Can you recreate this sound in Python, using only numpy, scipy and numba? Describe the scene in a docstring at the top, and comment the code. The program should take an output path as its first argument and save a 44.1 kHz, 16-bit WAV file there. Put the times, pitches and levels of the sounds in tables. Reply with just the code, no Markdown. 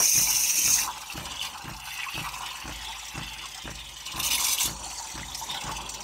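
"""Open steam screeches for nearly a second over a soft pump thump that comes twice a second; then a steel jug
is raised over the wand and the jet rushes into the liquid, slurping when the tip nears the surface.
Jet, hiss, fizz and hum are coloured, flickering noise; steam pockets collapse as noise puffs, bubbles ring as
sines, gulps and the jug's air column are moving resonances, and blows ring the modes of casing and table."""
import sys
import numpy as np
from scipy import signal
from scipy.fft import rfft, irfft
from scipy.io import wavfile
from numba import njit

SR = 44100
rng = np.random.default_rng(int(sys.argv[2]) if len(sys.argv) > 2 else 0)


def digitize_waveform(pressure):
    """Quantize a signal to 16-bit integers and store it at the path in sys.argv[1].

    Rows of a 2-D input are taken as channels; values are limited to [-1, 1].
    """
    field = np.atleast_2d(pressure).T
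    bounded = np.clip(field, -1, 1)
    quanta = np.round(bounded * 32767).astype(np.int16)
    wavfile.write(sys.argv[1], SR, quanta)


N = 266319   # length in samples


def from_db(db):
    """Level in dB to amplitude."""
    return 10 ** (np.asarray(db) / 20)


def rms_one(x):
    """Scales a sound to rms 1."""
    return x / np.sqrt(np.mean(x ** 2) + 1e-20)


def in_time(rows):
    """Draws each column of a (time, values...) table as a curve over every sample."""
    s, *columns = np.transpose(rows)
    return [np.interp(np.arange(N) / SR, s, column) for column in columns]


def drift(rate_hz):
    """A slow random wander of rms 1: low-passed noise made at a sixteenth of the sample rate."""
    pole = np.exp(-2 * np.pi * rate_hz * 16 / SR)
    noise = rng.standard_normal(N // 16 + 3002)
    slow = signal.lfilter([1], [1, -2 * pole, pole * pole], noise)[3000:]   # skip the filter's start
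    return np.interp(np.arange(N) / 16, np.arange(len(slow)), rms_one(slow))


def ring(clicks, hz, t60_s):
    """A damped mode: a unit click sets a sine of height 1 ringing."""
    pole, angle = from_db(-60 / (t60_s * SR)), 2 * np.pi * hz / SR
    feedback = [1, -2 * pole * np.cos(angle), pole * pole]
    return signal.lfilter([0, np.sin(angle)], feedback, clicks + 1e-18)


def band_pass(x, low_hz, high_hz):
    """Keeps a band of a sound."""
    return signal.sosfilt(signal.butter(2, [low_hz, high_hz], "band", fs=SR, output="sos"), x)


@njit
def glide(x, r, cos_w):
    """A two-pole resonance whose centre moves; gain 1 on top."""
    y = np.zeros(len(x))
    for n in range(2, len(x)):
        y[n] = (1 - r * r) / 2 * (x[n] - x[n - 2]) + 2 * r * cos_w[n] * y[n - 1] - r * r * y[n - 2]
    return y


def moving_peak(x, hz, width_hz, boost):
    """Adds a moving resonance to a sound; rms 1."""
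    pole = np.exp(-np.pi * width_hz / SR)
    return rms_one(x + boost * glide(x, pole, np.cos(2 * np.pi * hz / SR)))


def turbulence(colour, together_db, together_hz, patchy_db, patchy_hz):
    """Coloured noise in third-octave slices; all slices surge together and each flickers alone; rms 1."""
    hz = np.arange(N // 2 + 1) * SR / N + 1e-3   # the offset avoids log(0)
    at, level_db = np.transpose(colour)
    curve_db = np.interp(np.log(hz), np.log(at), level_db, -200, -200)
    shaped = rfft(rng.standard_normal(N)) * from_db(curve_db)
    surge_db = together_db * drift(together_hz)
    thirds = 3 * np.log2(hz)
    out = 0
    for centre in np.arange(np.floor(3 * np.log2(at[0])), 3 * np.log2(at[-1]) + 1):
        window = np.cos(np.pi / 2 * np.clip(thirds - centre, -1, 1)) ** 2   # neighbours add up to 1
        flicker_db = patchy_db * drift(patchy_hz)
        out = out + irfft(shaped * window, N) * from_db(surge_db + flicker_db)
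    return rms_one(out)


def small_bubbles(base_per_s, low_hz, high_hz, t60_cycles):
    """Random collapses ring at 20 scattered pitches; their rate surges, so they come in swarms; rms 1."""
    sizes = from_db(2.55 * np.minimum(rng.exponential(1, N), 4)) * rng.choice([-1, 1], N)
    born = rng.random(N) < base_per_s * from_db(4.5 * drift(15)) / SR
    dealt = rng.integers(0, 20, N)   # which pitch each bubble takes
    out = 0
    for k, hz in enumerate(np.geomspace(low_hz, high_hz, 20)):
        out = out + ring(sizes * born * (dealt == k), hz, t60_cycles / hz)
    return rms_one(out)


# level of the low rumble throughout: t/s, level/dB
RUMBLE = [(0, -37), (.12, -52), (.34, -49.5), (.65, -47), (1.1, -54), (1.6, -48), (1.97, -64.5),
          (2.35, -54), (3.1, -54.5), (4.0, -55.5), (4.3, -45.5), (5.2, -50.5), (5.5, -41.5), (6.04, -51)]
# rumble spectrum: f/Hz, level/dB per Hz
RUMBLE_COLOUR = [(18, -34), (30, -40), (65, -7), (217, -3), (328, -3.5), (495, -10), (560, 0), (678, -11),
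                 (800, -2.5), (1040, 4), (1760, -120)]


def rumble():
    """A low rumble of wind and handling: slowly surging coloured noise."""
    level_db, = in_time(RUMBLE)
    return from_db(level_db) * turbulence(RUMBLE_COLOUR, 3.1, 4.1, 1.9, 6.1)


# blows of one pump stroke, one row each: low, middle and upper mode drive/dB, rattle drive/dB
STROKE = [(-43.5, -44.5, -49.5, -68), (-56, -63, -38, -39), (-56.5, -36, -40.5, -32.5),
          (-81, -50, -41, -35.5), (-48.5, -37, -47, -39)]
# delay of each blow after the stroke begins: t/s
BLOW_DELAYS_S = 0, .012, .034, .05, .068
# modes of casing and table: f/Hz, level/dB relative to the blow, t60/s
CASING = [(53.43, 2.5, 1.6), (48.5, 3, 0.25), (71.2, -6, 1.4), (120, -21, 1.09), (137.5, -14.5, 1.95),
          (150, 0.5, 0.073), (158.7, -2.5, 0.23), (205.4, -8.5, 0.53), (253.5, -5.5, 0.45),
          (297.5, 0.5, 0.14), (325.3, -6, .18), (400, -56, 0.15)]
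FIRST_STROKE_S, STROKE_PERIOD_S, STROKE_SPREAD_DB = .143, .5, 3.6
CONTACT_HZ = 270   # the blows are soft: slow pushes rather than clicks


def pump():
    """Each stroke lands a run of blows, uneven in level, that ring the casing and stir a short rattle."""
    starts = np.arange(FIRST_STROKE_S - STROKE_PERIOD_S, N / SR, STROKE_PERIOD_S)
    lead = SR // 2      # the stroke before the start still rings
    blow_at = [np.round((starts + delay) * SR).astype(int) + lead for delay in BLOW_DELAYS_S]
    thump = 0
    for hz, level_db, t60_s in CASING:
        clicks = np.zeros(N + 2 * lead)
        group = int(hz > 90) + int(hz > 180)   # low, middle or upper modes
        for at, blow in zip(blow_at, STROKE):
            spread_db = STROKE_SPREAD_DB * rng.standard_normal(len(at))
            clicks[at] = from_db(blow[group] + level_db + spread_db)
        thump = thump + ring(clicks, hz, t60_s)
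    thump = signal.sosfilt(signal.butter(1, CONTACT_HZ, fs=SR, output="sos"), thump)

    hits = np.zeros(N + 2 * lead)
    for at, (*_, rattle_db) in zip(blow_at, STROKE):
        hits[at] = from_db(rattle_db)
    fade = from_db(-60 / (.06 * SR))   # 60 dB down in 60 ms
    rattle = signal.lfilter([1], [1, -fade], hits) * rng.standard_normal(len(hits))
    out = thump + 3 * band_pass(rattle, 500, 2000)
    return out[lead:lead + N]


# knocks of jug and hand, and one bubbly bloop near 2 kHz at 0.78 s:
# t/s, level/dB at the start, low f/Hz, high f/Hz, t60/s
KNOCKS_AND_BLOOP = [(.003, -30, 400, 1540, 0.16), (0.571, -43, 150, 360, 0.22),
                    (0.781, -31, 1750, 2100, 0.15)]


def knocks_and_bloop():
    """Each knock or bloop is a band of noise that dies away."""
    out, t = np.zeros(N), np.arange(SR // 4) / SR
    for s, level_db, low_hz, high_hz, t60_s in KNOCKS_AND_BLOOP:
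        band = rms_one(band_pass(rng.standard_normal(len(t)), low_hz, high_hz))
        out[round(s * SR):][:len(t)] += band * from_db(level_db - 60 * t / t60_s)
    return out


# gulps that make the air column sing out: t/s, length/s, peak level/dB, start f/Hz, end f/Hz
GULPS = [(0.864, 0.052, -27, 1076, 867), (1.97, 0.043, -40.5, 1010, 1070),
         (2.055, 0.047, -32.5, 1030, 1100), (2.235, 0.053, -38.5, 1000, 1180), (2.874, .05, -35, 850, 990),
         (2.95, 0.047, -36.5, 1040, 930), (3.431, 0.037, -36.5, 1044, 1070),
         (5.656, 0.063, -32, 1015, 1060), (5.776, 0.037, -33, 923, 983)]
GULP_WIDTH_HZ = 122   # of each of two resonances in a row


def gulps():
    """Each gulp is a swell of noise in a narrow resonance that slides, as the air column sings out."""
    out = np.zeros(N)
    pole = np.exp(-np.pi * GULP_WIDTH_HZ / SR)
    for s, length_s, peak_db, start_hz, end_hz in GULPS:
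        u = np.linspace(-1, 1, 2 * round(length_s * SR))   # the first half only settles the filter
        cos_w = np.cos(2 * np.pi * (start_hz + (end_hz - start_hz) * u) / SR)
        noise = rng.standard_normal(len(u))
        tone = glide(glide(noise, pole, cos_w), pole, cos_w)[len(u) // 2:]
        swell = np.sin(np.pi * u[len(u) // 2:])
        out[round(s * SR):][:len(tone)] += from_db(peak_db) * swell * rms_one(tone)
    return out


# large bubbles: t/s, level/dB, starting f/Hz
BLOOPS = [(.273, -17, 2290), (0.319, -23, 3020), (0.437, -22, 2540), (1.1, -22, 2670), (1.368, -24, 3270),
          (1.394, -18, 3430), (1.413, -16, 2920), (2.033, -11.5, 2370), (2.336, -26, 1000),
          (2.362, -28, 973), (4.065, -21, 3750), (4.167, -25, 2530), (4.2, -14, 3570), (4.235, -22, 2980),
          (4.312, -11, 2800), (4.379, -16, 2140), (4.585, -11, 3080), (4.644, -18, 3520), (4.862, -26, 783),
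          (5.0, -20.5, 916), (5.231, -24.5, 2030), (5.319, -25, 3370), (5.414, -18, 893), (5.487, -20, 978),
          (5.579, -19, 3050), (5.631, -25.5, 1035), (5.713, -19, 876)]
BLOOP_T60_CYCLES = 48


def bloops():
    """A large bubble rings briefly, its pitch rising as it shrinks."""
    out, t = np.zeros(N), np.arange(6000) / SR
    for s, level_db, hz in BLOOPS:
        i, turns = round(s * SR), hz * t
        attack = 1 - np.exp(-turns / 1.67)
        shape = attack * from_db(level_db - 60 * turns / BLOOP_T60_CYCLES)
        bubble = shape * np.sin(2 * np.pi * turns * (1 + 0.001 * turns))
        out[i:i + len(t)] += bubble[:N - i]
    return out


# the strongest steam pockets collapsing: t/s, peak level/dB, brightest f/Hz
PUFFS = [(1.012, -35.5, 5370), (1.121, -34, 5270), (1.251, -32.5, 2980), (1.422, -30, 3190),
         (1.446, -28, 3020), (2.284, -34, 3500), (2.458, -33, 3020), (2.502, -37, 4500),
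         (2.8425, -32.5, 3450), (2.918, -37, 3500), (2.991, -38, 5240), (3.078, -34.5, 5950),
         (3.229, -35.5, 3380), (3.453, -34.5, 6200), (3.542, -34.5, 3360), (3.75, -36.5, 4630),
         (4.115, -32.5, 3470), (4.313, -23, 6150), (4.4, -26, 8750), (4.444, -23, 6170),
         (4.524, -27.5, 6190), (4.575, -29.5, 3100), (4.603, -22.5, 7240), (5.097, -34, 6400),
         (5.344, -27.5, 6300), (5.5066, -32, 3440), (5.5404, -32, 3530), (5.6075, -31.5, 6300),
         (5.634, -34, 6360), (5.711, -32, 6200), (5.764, -33, 6340), (5.81, -38, 6330), (5.889, -30, 7050),
         (5.938, -31, 6200), (6.002, -34, 6200)]
# weaker pockets, at a nearly even pace once the tip is drowned
POCKETS_FROM_S, POCKET_COUNT, POCKET_GAP_S, POCKET_JITTER_S = .925, 128, .04, 0.0096
POCKET_DB, POCKET_SPREAD_DB, POCKET_HZ = -40.5, 1.5, (3300, 4500, 5550, 6200)
POCKET_CLEAR_S = 0.027   # distance kept from strong pockets


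def pockets():
    """Rows of the weaker pockets; none falls right beside a strong one."""
    jitter, spread = rng.standard_normal((2, POCKET_COUNT))
    hz = rng.choice(POCKET_HZ, POCKET_COUNT)
    s = POCKETS_FROM_S + POCKET_GAP_S * np.arange(POCKET_COUNT) + POCKET_JITTER_S * jitter
    peak_db = POCKET_DB + POCKET_SPREAD_DB * spread
    free = np.abs(s[:, None] - np.transpose(PUFFS)[0]).min(axis=1) > POCKET_CLEAR_S
    return list(zip(s[free], peak_db[free], hz[free]))


# puff spectrum before each puff's own tint: f/Hz, level/dB per Hz
PUFF_COLOUR = [(1180, -66), (2000, 6), (2920, 3), (4310, 2), (6080, 4.5), (6690, -3), (8220, 4),
               (10300, -18), (15700, -5)]
PUFF_RISE_S = 0.006


def puffs():
    """Each collapsing pocket is a quick swell of bright noise, strongest around a pitch of its own."""
    out, u = np.zeros(N), np.arange(2000) / SR / PUFF_RISE_S
    swell = (u * np.exp(1 - u)) ** 2   # peaks at 1
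    noise = turbulence(PUFF_COLOUR, .6, 50, 2.5, 40)
    for s, peak_db, hz in PUFFS + pockets():
        i = min(round(s * SR), N - 1)
        piece = noise[i:i + len(u)]
        peak = signal.lfilter(*signal.iirpeak(hz, 3.5, fs=SR), piece)
        tinted = .6 * piece + 0.78 * peak
        out[i:i + len(u)] += from_db(peak_db) * swell[:N - i] * tinted
    return out


# free jet in air: t/s, level/dB, screech centre f/Hz
JET = [(0, -23.5, 5950), (.11, -23.5, 6400), (.19, -20.5, 6000), (.25, -25.5, 5940), (.3, -23, 5950),
       (.42, -25, 6130), (.62, -24.5, 6420), (.76, -24, 6400), (.82, -29, 5400), (.92, -64, 5460)]
# jet spectrum before the screech: f/Hz, level/dB per Hz
JET_COLOUR = [(880, -65), (1500, -56), (2120, -12), (2430, -9.5), (2840, -16.5), (3320, -31), (4330, -19),
              (5540, -2.5), (6050, 3), (7740, -14), (8880, -4.5), (10700, -14), (12500, -11.5),
              (14500, -12), (15700, -14)]


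def free_jet():
    """Steam screeches from the open tip, sputtering with droplets, until the tip is drowned."""
    end_s, _, end_hz = JET[-1]
    level_db, screech_hz = in_time(JET + [(end_s + .05, -120, end_hz)])   # fade out after the last row
    noise = turbulence(JET_COLOUR, 1.7, 30, 1.8, 55)
    return from_db(level_db) * moving_peak(noise, screech_hz, 420, 0.83)


# the tip breaks the surface and sucks air: t/s, hold/s, hiss level/dB, sizzle level/dB, fizz level/dB
SLURPS = [(1.399, 0.071, -44.5, -52, -37.5), (1.847, 0.11, -45.5, -67, -57), (2.137, 0.059, -44, -61, -39),
          (4.055, 0.011, -45, -39.5, -35), (4.156, 0.015, -40, -48, -32), (4.188, 0.012, -33, -44, -33),
          (4.226, .06, -31, -34, -32), (4.3, 0.059, -29.5, -34, -27.5), (4.377, 0.12, -29.5, -33.5, -30.5),
          (4.503, 0.032, -27, -33, -31), (4.578, 0.04, -28.5, -43, -32), (4.594, 0.068, -30, -34, -33),
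          (5.37, 0.032, -41.5, -45, -63), (5.43, 0.015, -43, -53, -57), (5.489, 0.022, -63, -55, -36),
          (5.52, .07, -64, -57, -34)]
SLURP_ATTACK_S, SLURP_RELEASE_DB_PER_S = 0.0066, 597


def slurps():
    """Power that the slurps add to hiss, sizzle and fizz: quick attack, hold, release."""
    out, t = np.zeros((3, N)), np.arange(N) / SR
    for s, hold_s, *level_db in SLURPS:
        attack = np.clip((t - s) / SLURP_ATTACK_S, 0, 1)
        release = from_db(-SLURP_RELEASE_DB_PER_S * np.clip(t - s - hold_s, 0, 1))
        out += (from_db(level_db)[:, None] * attack * release) ** 2
    return out


def throb(per_s, jitter, depth_db):
    """A gain that pulses as the steam pocket at the tip grows and bursts at a nearly even pace."""
    turns = np.cumsum(per_s * (1 + jitter * drift(8.2))) / SR
    return from_db(depth_db * np.cos(np.pi * turns) ** 6)


# jet in the jug, treble between slurps: t/s, surface hiss level/dB, sizzle level/dB
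SURFACE = [(0, -34.5, -40), (.4, -33.5, -54), (.76, -39, -29), (.84, -34, -39.5), (.89, -51, -49),
           (1.16, -47.5, -48.5), (1.36, -58, -49), (1.8, -53, -56), (2.25, -48.5, -50.5), (3.0, -54.5, -51),
           (4.04, -58.5, -53.5), (4.7, -42.5, -37.5), (4.78, -65, -46.5), (4.85, -53, -40),
           (5.03, -54, -41), (5.15, -55, -46.5), (6.04, -57.5, -49)]
# fizz under the surface, brightest at a pitch set by the tip's depth: t/s, level/dB, centre f/Hz
FIZZ = [(0, -39, 2790), (.82, -38, 3000), (.89, -45, 3200), (1.36, -40.5, 3130), (1.55, -46.5, 2800),
        (1.75, -48.5, 2740), (1.97, -37, 2450), (2.2, -39, 2630), (2.33, -44.5, 2720), (2.5, -37, 3020),
        (2.68, -43.5, 2550), (2.88, -38, 3130), (3.1, -42, 2700), (3.4, -40, 2800), (3.52, -43.5, 3100),
        (4.0, -44, 3300), (4.6, -37, 3300), (4.75, -49.5, 3300), (5.15, -44.5, 3200), (5.43, -45, 3600),
        (5.75, -41.5, 2850), (6.04, -44, 3470)]
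# the jug's air column, shifting as the jug tilts and fills: t/s, level/dB, centre f/Hz
HUM = [(0, -53, 920), (.12, -64, 920), (.29, -36, 950), (.55, -62, 970), (.8, -36.5, 1010),
       (.99, -42.5, 870), (1.36, -42, 960), (1.5, -41, 880), (1.7, -42, 1020), (2.2, -40.5, 1110),
       (2.66, -42, 930), (2.92, -45, 980), (3.95, -51.5, 910), (4.17, -38.5, 980), (4.7, -40.5, 1000),
       (4.9, -44, 810), (5.25, -47.5, 980), (5.45, -42, 895), (5.7, -37.5, 970), (6.04, -51, 900)]
# spectra of the noise in surface hiss, sizzle, fizz and hum: f/Hz, level/dB per Hz
HISS_COLOUR = [(2350, -32), (4000, -1.5), (5030, -9), (6140, 5), (6580, -14), (7420, -6.5), (7720, -70),
               (8370, -2), (10900, -4.5), (12100, -1.5), (15700, -9)]
SIZZLE_COLOUR = [(2350, -56), (4000, -5), (4580, 3.5), (5070, -26), (5810, 8), (6080, 5.5), (7200, 5),
                 (9330, -5), (11000, -32), (14300, -58), (22000, -120)]
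FIZZ_COLOUR = [(760, -2), (1300, -7), (1760, -4.5), (2930, 1.5), (3190, -7.5), (3500, 0.5), (4010, -10),
               (4990, -5), (6080, -17.5), (6680, -57), (7650, -16.5), (10200, -15), (15700, -41)]
HUM_COLOUR = [(350, -91), (600, -8.5), (678, -76), (736, 2.5), (900, 5.5), (1040, -1), (1140, -8),
              (1450, -6), (1700, -5.5), (2210, -59), (3740, -120)]
FIZZ_WANDER, HUM_WANDER = 0.069, 0.032   # random sway of the centres, rms as a share
SLURP_LOW_CUT_HZ = 1630


def jug():
    """Hiss and sizzle at the surface, fizz below it, the air column humming; slurped fizz has no lows."""
    hiss_db, sizzle_db = in_time(SURFACE)
    fizz_db, fizz_hz = in_time(FIZZ)
    hum_db, hum_hz = in_time(HUM)
    hiss_power, sizzle_power, fizz_power = slurps()
    hiss_gain = np.sqrt(from_db(hiss_db) ** 2 + hiss_power)
    sizzle_gain = np.sqrt(from_db(sizzle_db) ** 2 + sizzle_power)

    pulse = throb(28, 0.2334, depth_db=1.5)
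    hiss = pulse * turbulence(HISS_COLOUR, 3.2, 93, 2.23, 28)
    sizzle = turbulence(SIZZLE_COLOUR, 2.1, 63, 3.8, 32) + 0.76 * small_bubbles(300, 4294, 9140, 110)
    sizzle = pulse * sizzle

    fizz = turbulence(FIZZ_COLOUR, 2.1, 24.0, 3.5, 24.0) + 0.64 * small_bubbles(250, 1980, 4710, 72)
    fizz = moving_peak(fizz, fizz_hz * (1 + FIZZ_WANDER * drift(8.8)), 790, 1.74)
    low_cut = signal.butter(4, SLURP_LOW_CUT_HZ, "high", fs=SR, output="sos")
    slurped_fizz = signal.sosfilt(low_cut, fizz)

    hum = turbulence(HUM_COLOUR, 4.4, 17, 1.05, 6.7) + 0.44 * small_bubbles(240, 766, 1268, 52)
    hum = moving_peak(hum, hum_hz * (1 + HUM_WANDER * drift(9.7)), 240, 1.0)

    surface = hiss_gain * hiss + sizzle_gain * sizzle
    below = from_db(fizz_db) * fizz + np.sqrt(fizz_power) * slurped_fizz
    return surface + below + from_db(hum_db) * hum


# echoes off the machine's front, the table and the body nearby: delay t/s, level/dB
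ECHOES = [(.0007, -8.5), (.0016, -8.5), (.0027, -13), (.0041, -33), (.0059, -14), (.0082, -14),
          (0.0114, -10)]


def nearby_echoes(x, sway_s):
    """Close reflections comb the sound; the comb shifts as hand and jug sway. Power is roughly kept."""
    fine, n = signal.resample_poly(x, 4, 1), np.arange(N)   # oversampled for smooth moving delays
    fine_n = np.arange(4 * N) / 4
    out, power = x, 1
    for delay_s, level_db in ECHOES:
        source_n = n - (delay_s + sway_s * drift(0.85)) * SR
        out = out + from_db(level_db) * np.interp(source_n, fine_n, fine, 0)
        power += from_db(level_db) ** 2
    return out / np.sqrt(power)


def scene():
    """All sources at one microphone; only the steam and liquid layers in the first line get the echoes."""
    steam = nearby_echoes(free_jet() + jug() + puffs() + bloops() + gulps(), sway_s=.00009)
    return (steam + rumble() + pump() + knocks_and_bloop())[None]


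CUTOFF_HZ = 15790


def record(dry):
    """The deep bass and the top are cut."""
    dry = signal.sosfilt(signal.butter(4, 47, "high", fs=SR, output="sos"), dry)
    return signal.sosfilt(signal.ellip(12, .3, 75, CUTOFF_HZ, fs=SR, output="sos"), dry)


dry = scene()
out = record(dry)
digitize_waveform(out)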